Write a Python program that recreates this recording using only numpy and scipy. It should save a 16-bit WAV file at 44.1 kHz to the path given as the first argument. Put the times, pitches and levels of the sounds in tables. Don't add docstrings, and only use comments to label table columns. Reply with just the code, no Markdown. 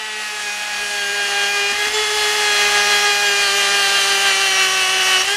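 import sys
import numpy as np
from scipy.fft import rfft, irfft, next_fast_len
from scipy.io import wavfile
from scipy.ndimage import uniform_filter1d, map_coordinates

SR = 44100
rng = np.random.default_rng(int(sys.argv[2]) if len(sys.argv) > 2 else 0)


def generate_wav(sig):
    pcm = np.round(np.clip(np.atleast_2d(sig).T, -1, 1) * 32767).astype(np.int16)
    wavfile.write(sys.argv[1], SR, pcm)


N = 236623
T = np.arange(N) / SR
RIPPLE_HZ = 120
TOP_HZ = 15100
FULL_DB = -17
SAG_SPREAD_S = 0.047
BITE_LEAD_S, BITE_SPREAD_S = 0.053, 0.026
HUM_DB, HUM_GROWTH = -43, -0.4
FELT_DB = -6
BOOM_DB = -49
THUD_RISE_S, THUD_T60_S = 0.022, 0.47

# start_s, speed_hz
SHAFT_DRIFT = [(0.0, 433.4), (0.5, 417.0), (0.7, 417), (1.05, 409.1), (1.45, 405.2), (1.7, 417.4),
               (1.8, 427.2), (1.95, 429), (2.05, 424.7), (2.38, 421.2), (2.55, 413), (3.05, 414.5),
               (3.5, 406.4), (4.25, 402.3), (4.65, 386.3), (5.17, 379.6), (5.29, 397.5), (5.37, 417.4)]
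# centre_s, sag_hz, bite_db
STROKES = [(0.129, 1.45, 0.3), (0.285, 1.8, 1), (0.488, 3.85, 0.5), (0.74, 1.1, -0.5), (0.84, 1.78, -0.7),
           (1.058, 5.1, -0.7), (1.282, 3.2, -1), (1.485, 1.58, 0.5), (1.62, 7.8, 1), (1.727, 11.5, -1),
           (1.845, 11.9, -1.1), (2.088, 2.36, -0.1), (2.271, 2.16, 0.7), (2.668, 1.69, 1),
           (2.822, 2.93, 0.8), (2.973, 4, 0.5), (3.133, 5.5, 0.4), (3.326, 5.9, 0), (3.5, 9.7, -0.5),
           (3.665, 7.1, 0), (3.869, 9.1, -1), (4.029, 9.8, -0.3), (4.178, 8.9, 0.5), (4.337, 11, 1.2),
           (4.524, 8.5, -0.1), (4.683, 7.6, 1.4), (4.845, 8.6, -1), (5.022, 5.56, -1), (5.204, 9.4, -0.3)]
# start_s, level_db, fan_db (against the work)
WORK_LEVEL = [(0.0, -26, -11.5), (0.35, -25.5, -8), (0.7, -22.5, -10.5), (0.9, -22, -9.5),
              (1.3, -19.5, -10.9), (1.6, -19.5, -11), (1.8, -16.5, -11.5), (2.1, -17.5, -11),
              (2.5, -15.5, -11), (3.05, -15.5, -10.5), (3.2, -17.5, -10), (3.7, -16, -9), (4.3, -16, -10),
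              (4.9, -15.5, -11), (5.15, -14.5, -10), (5.37, -17.5, -9)]
# start_s, length_s, level_db
LIFTS = [(1.721, 0.06, -3), (1.887, 0.051, -6.5), (5.224, 0.05, -7)]
# start_s, end_s, level_db
UPPER_FADES = [(1.725, 1.935, -7), (5.225, 5.4, -9)]

# start_s, level_db (before the rise and the trims)
THUDS = [(.02, -57), (.76, -52), (.97, -56), (1.5, -62), (1.72, -54), (1.87, -45), (1.97, -56), (2.13, -46),
         (2.65, -43), (2.92, -59), (3.21, -53), (3.39, -47), (3.8, -57), (4.05, -55)]
# start_s, level_db (mean of a random wobble)
RUMBLE = [(0, -70), (1.3, -68), (1.5, -59), (2.0, -57), (2.3, -63), (3.3, -68), (3.5, -59), (5.0, -60),
          (5.37, -57)]
# start_s, level_db (of each of two tones)
KNOCKS = [(1.718, -41), (1.87, -42.5)]

# frequency_hz, density_db (per Hz)
FELT_SPECTRUM = [(100, -32), (180, -30), (340, -15.5), (540, -14), (740, -4.5), (950, -9), (1200, -3),
                 (1370, -6), (1600, -2), (1900, 1.5), (2220, -4), (2900, -0.5), (3600, -8), (4300, -6),
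                 (6500, -12.5), (12000, -66)]
# frequency_hz, density_db (per Hz)
FAN_SPECTRUM = [(2350, -19), (4000, 0), (9450, -5), (11400, -13.5), (13200, -17.5), (14900, -22.5)]

BOUNCE_SPEEDS = (380, 396, 406, 414, 428)
# order, five level_db (against the work, at BOUNCE_SPEEDS),
# growth (dB gained per dB under FULL_DB)
BOUNCE_LINES = [(0.5, -36.5, -37.0, -32.5, -32.5, -34.0, 0.58), (1.5, -26.5, -27, -21.5, -21.5, -35, 0.23),
                (2.5, -36, -39, -29, -28, -27.0, 0.17), (3.5, -27, -17.5, -22, -21.5, -22.5, 0.66),
                (4.5, -25.0, -18, -18.5, -19.5, -4.5, -0.28), (5.5, -31, -32, -35.5, -21, -16.5, 0.46),
                (6.5, -27, -29, -22, -17, -7, -0.44), (7.5, -17, -16, -25, -27, -17.0, -0.88)]
# order, level_db (against the work)
OTHER_BOUNCE_LINES = [(8.5, -25), (14.5, -27)]
# start_s, level_db
BOUNCE_STRENGTH = [(0, -1), (1.5, 0), (1.57, -10), (1.63, -0.5), (1.72, 0), (1.78, -20), (2.15, -11),
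                   (2.3, -11), (2.6, 0), (3.03, 0), (3.09, -14), (3.15, 0.5), (4.5, -0.5), (5.2, -2),
                   (5.26, -13), (5.37, -20)]
RIPPLE_BELOW = (8, -11, -16, -13, -26, -37, -6.3)
# order, ripple_steps (of RIPPLE_HZ), level_db (against the work)
WEAK_LINES = [(8.02, -2, -21.5), (8.1, 1, -29), (15.5, 0.52, -32), (32, -1, -42), (32, 1, -43)]

ORDER_SPEEDS = (376, 388, 398, 406, 414, 428)
# order, six level_db (against the work, at ORDER_SPEEDS,
# before a trim per group), stroke_db (per Hz of sag about its mean), pull_db (at full speeding up),
# first_db and second_db (at unit first and second shift of colour)
SHAFT_ORDERS = [(1.0, -21, -21, -20, -15.0, -19.5, -11.5, 0.063, -0.6, 1, 0.0),
                (2.0, -18, -15, -16, -13, -15.5, -15.5, -0.21, 0.1, 0.7, 1.0),
                (3.0, -15.5, -22, -15.5, -22.5, -19.5, -19.5, -0.2, 0.5, -2, 8),
                (4.0, -15, -20.5, -10, -8.5, -9.5, -18.5, -0.084, -2, 1.8, 0.3),
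                (5.0, -19.5, -13, -21, -15.5, -15.5, -16, 0.26, 0, -3, 1.5),
                (6.0, -13.5, -12.5, -18, -9, -10, -21, 0.17, 0.1, 7, 4.0),
                (7.0, -11.5, -10, -11.5, -12, -23, -16, -0.3, -2, -1.5, 1),
                (8.0, -14, -15.5, -12.5, -14.5, -16, -14.5, -0.035, -2.5, -5.5, -0.3),
                (9.0, -17, -21, -18.5, -24, -23.7, -26, -0.1, 0, 3, 1.6),
                (10.0, -31, -21, -17, -18, -19.5, -25, -0.03, -1, -5, 4),
                (11.0, -25.0, -15.5, -15.5, -18, -22, -22, -0.14, -1.3, 1.5, 1),
                (12.0, -30, -26, -20, -18, -29, -23, 0.17, 0.5, -8, 3.5),
                (13.0, -27.4, -38, -22, -20, -22.2, -25, 0.048, 2, 0.4, 1.7),
                (14.0, -31, -22.2, -37, -27, -18, -33, -0.35, 4, 5, 6),
                (15.0, -19.5, -15, -22.5, -22, -24, -26, 0.064, 1.5, -6, 1.5),
                (16.0, -20, -21, -21, -22.8, -20.5, -26, 0.2, -0.5, 3.5, -1.5),
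                (17.0, -26, -21.5, -20.5, -22.7, -29, -22, 0.0, 4, -7, -2.5),
                (18.0, -36, -27.0, -33.9, -28, -28.5, -29, -0.0, -7.5, -0.7, 3.2),
                (24.0, -25, -19.5, -24, -30, -27.5, -28.1, 0.037, 1, 1, -4),
                (31.0, -43, -44.7, -48.5, -40.0, -41.2, -51.2, -0.1, -1.1, -3.7, 4.0),
                (32.0, -36.6, -42.5, -39.5, -36, -45.3, -52.7, 0.1, 2, -0.3, 3.9)]
# order, level_db (against the fan level of WORK_LEVEL)
FAINT_ORDERS = [(19, -25), (20, -29), (21, -39), (22, -31), (23, -25), (25, -26), (26, -32), (27, -38),
                (28, -40), (30, -33), (33, -40)]
# start_s, first, second (both about -1 to 1, no unit)
COLOUR_SHIFT = [(0.0, 1.0, 0.29), (0.2, 0.78, 0.42), (0.45, 0.37, -0.12), (0.65, 0.4, -0.49),
                (0.85, 0.66, -1.1), (1.05, 0.42, -0.98), (1.35, 0.02, -0.74), (1.6, 0.23, 0.26),
                (1.72, -0.062, 0.39), (1.8, -0.95, -0.22), (1.97, -0.61, 0.26), (2.3, -0.42, -0.022),
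                (2.55, -0.46, 0.18), (3.1, -0.37, 0.47), (3.5, 0.096, 0.38), (4.2, 0.066, 0.38),
                (4.6, -0.25, 0.35), (4.9, -0.2, -0.048), (5.2, -0.45, -0.2), (5.37, -0.79, -0.64)]
# start_s, level_db (added to its row)
FIRST_ORDER = [(0, -9), (.2, -7.5), (.27, -23), (.33, -2), (.4, -12), (.47, 3), (.56, -16), (.75, -12),
               (.82, -1), (1.05, 0), (1.7, 0), (2.0, 2.5), (5.1, 0), (5.2, 5), (5.37, 4.5)]


def amp(db):
    return 10 ** (np.asarray(db) / 20)


def unit(x):
    return x / np.sqrt(np.mean(x ** 2) + 1e-20)


def curves(rows):
    s, *cols = np.transpose(rows)
    return [np.interp(T, s, c) for c in cols]


def wobble(rate):
    coarse = T[::32]
    knots = rng.standard_normal(int(N * rate / SR) + 4)
    return np.interp(T, coarse, map_coordinates(knots, [coarse * rate]))


def bumps(times, heights, width_s):
    coarse = T[::32]
    bells = np.exp(-0.5 * ((coarse - times[:, None]) / width_s) ** 2)
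    return np.interp(T, coarse, heights @ bells)


def filtered(x, response):
    m = next_fast_len(N + SR // 2)
    return irfft(rfft(x, m) * response(np.fft.rfftfreq(m, 1 / SR)), m)[..., :N]


def coloured(x, spectrum):
    f, db = np.transpose(spectrum)
    return unit(filtered(x, lambda hz: amp(np.interp(np.log(hz + 1), np.log(f + 1), db))))


def tone(turns, blur):
    return np.sqrt(2) * np.sin(2 * np.pi * (turns + rng.random()) + blur * wobble(40))


def drift():
    return curves(SHAFT_DRIFT)[0]


def sag():
    s, hz, _ = np.transpose(STROKES)
    return bumps(s, hz, SAG_SPREAD_S)


def work():
    work_db = curves(WORK_LEVEL)[0]
    s, _, bite_db = np.transpose(STROKES)
    light_db = np.clip(FULL_DB - work_db, 0, None)
    return work_db + bumps(s - BITE_LEAD_S, bite_db, BITE_SPREAD_S), light_db


def contact():
    lifted_db = sum(db * (T > s) * (T < s + length) for s, length, db in LIFTS)
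    return uniform_filter1d(lifted_db, size=300)


def upper_fade():
    fade_db = sum(db * (T > start) * (T < end) for start, end, db in UPPER_FADES)
    return uniform_filter1d(fade_db, size=400)


def line_db(row, work_db, light_db):
    return work_db + np.interp(drift(), BOUNCE_SPEEDS, row[1:6]) + row[6] * light_db


def bench():
    work_db, _ = work()
    thuds, knocks = np.array(THUDS), np.array(KNOCKS)
    since = np.clip(T - thuds[:, :1], 0, None)
    decay = amp(thuds[:, 1:] - 60 * since / THUD_T60_S)
    rise = 1 - np.exp(-since / THUD_RISE_S)
    boom = amp(work_db + BOOM_DB) + (decay * rise).sum(axis=0)
    boom_tone = boom * amp(-0.5) * tone(48 * T, blur=0.65)
    low_spectrum = [(12, -36), (28, -20), (50, 4), (70, -25)]  # Hz, dB
    boom_noise = boom * amp(1) * coloured(rng.standard_normal(N), low_spectrum)

    rumble_spectrum = [(50, -30), (68, 5), (100, -8), (150, -2), (200, -44)]  # Hz, dB
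    rumble_gain = amp(curves(RUMBLE)[0] + 1.5 * wobble(3.9))
    rumble = rumble_gain * coloured(rng.standard_normal(N), rumble_spectrum)

    after = T - knocks[:, :1]
    dying = amp(knocks[:, 1:] - 60 * np.abs(after) / 0.17) * (after > 0)
    knock = tone(235 * T, blur=0.89) + tone(290 * T, blur=0.81)
    return boom_tone + boom_noise + rumble + dying.sum(axis=0) * knock


def hiss(turns, pull):
    work_db, _ = work()
    beat = np.cos(2 * np.pi * turns)
    felt_source = (1 + 0.28 * beat) * amp(0.63 * wobble(20)) * rng.standard_normal(N)
    felt = coloured(felt_source, FELT_SPECTRUM)
    fan_source = (1 + 0.19 * beat) * amp(0.65 * wobble(14)) * rng.standard_normal(N)
    fan = coloured(fan_source, FAN_SPECTRUM)
    top = filtered(fan, lambda hz: 1 / (1 + (11500 / (hz + 1)) ** 12))
    flicker = amp(1.8 * wobble(11)) - 1
    felt_db = work_db + FELT_DB - 0.5 * pull + 0.11 * contact()
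    fan_db = work_db + curves(WORK_LEVEL)[1] - 0.37 * pull + 0.18 * contact()
    return amp(felt_db) * felt + amp(fan_db) * (fan + flicker * top)


def bounce(turns):
    work_db, light_db = work()
    bounce_db, = curves(BOUNCE_STRENGTH)
    lines = 0
    for row in BOUNCE_LINES:
        level_db = bounce_db + line_db(row, work_db, light_db) + 1.4 * wobble(12)
        order = round(2 * row[0]) / 2
        lines = lines + amp(level_db) * tone(order * turns, blur=0.25 * row[0] ** 0.3)
    for order, db in OTHER_BOUNCE_LINES:
        level_db = bounce_db + work_db + db + 1.7 * wobble(13.0)
        lines = lines + amp(level_db) * tone(order * turns, blur=0.37)
    return lines


def hum_and_weak_lines(turns, pull):
    work_db, light_db = work()
    below_db = line_db(RIPPLE_BELOW, work_db, light_db) + 1.5 * wobble(12)
    below = amp(below_db) * tone(8 * turns - RIPPLE_HZ * T, blur=0.2)
    weak = sum(amp(work_db + db + 3.5 * wobble(6)) * tone(order * turns + step * RIPPLE_HZ * T, blur=0.45)
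               for order, step, db in WEAK_LINES)
    hum_db = work_db + HUM_DB + HUM_GROWTH * light_db
    hum = amp(hum_db + 1.8 * pull + 2.2 * wobble(9.9)) * tone(RIPPLE_HZ * T, blur=0.1)
    overtone = amp(hum_db - 2 + 2.5 * wobble(8.6)) * tone(2 * RIPPLE_HZ * T, blur=0.1)
    return below + weak + hum + overtone


def whine(turns, pull):
    work_db, _ = work()
    sag_hz = sag()
    first, second = curves(COLOUR_SHIFT)
    speed_hz = drift() - sag_hz
    stroke_hz = sag_hz - sag_hz.mean()
    slap_db = work_db + contact()
    low = bright = glints = 0
    for order, *map_db, stroke_db, pull_db, first_db, second_db in SHAFT_ORDERS:
        order = round(order)
        level_db = slap_db + np.interp(speed_hz, ORDER_SPEEDS, map_db)
        level_db = level_db + stroke_db * stroke_hz + pull_db * pull
        level_db = level_db + first_db * first + second_db * second
        if order == 1:
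            level_db = level_db + curves(FIRST_ORDER)[0]
        if order <= 8:
            low = low + amp(level_db + 1.5 + 1.68 * wobble(18)) * tone(order * turns, blur=0.29)
        elif order < 30:
            bright = bright + amp(level_db + 1.0 + 1.92 * wobble(14)) * tone(order * turns, blur=0.61)
        else:
            glints = glints + amp(level_db + 1.5 + 4.5 * wobble(14)) * tone(order * turns, blur=0.55)
    faint_db = work_db + curves(WORK_LEVEL)[1]
    faint = sum(amp(faint_db + db + 3.4 * wobble(8.1)) * tone(order * turns, blur=0.82)
                for order, db in FAINT_ORDERS)
    return low + amp(upper_fade()) * bright + glints + faint


def scene():
    speed_hz = drift() - sag()
    turns = np.cumsum(speed_hz) / SR
    acceleration = uniform_filter1d(np.gradient(speed_hz) * SR, size=1500)
    pull = np.tanh(acceleration / 60)
    background = bench() + hiss(turns, pull) + hum_and_weak_lines(turns, pull)
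    mono = background + bounce(turns) + whine(turns, pull)
    return np.array([mono, mono])


def record(dry):
    return filtered(dry, lambda hz: hz < TOP_HZ)


dry = scene()
out = record(dry)
generate_wav(out)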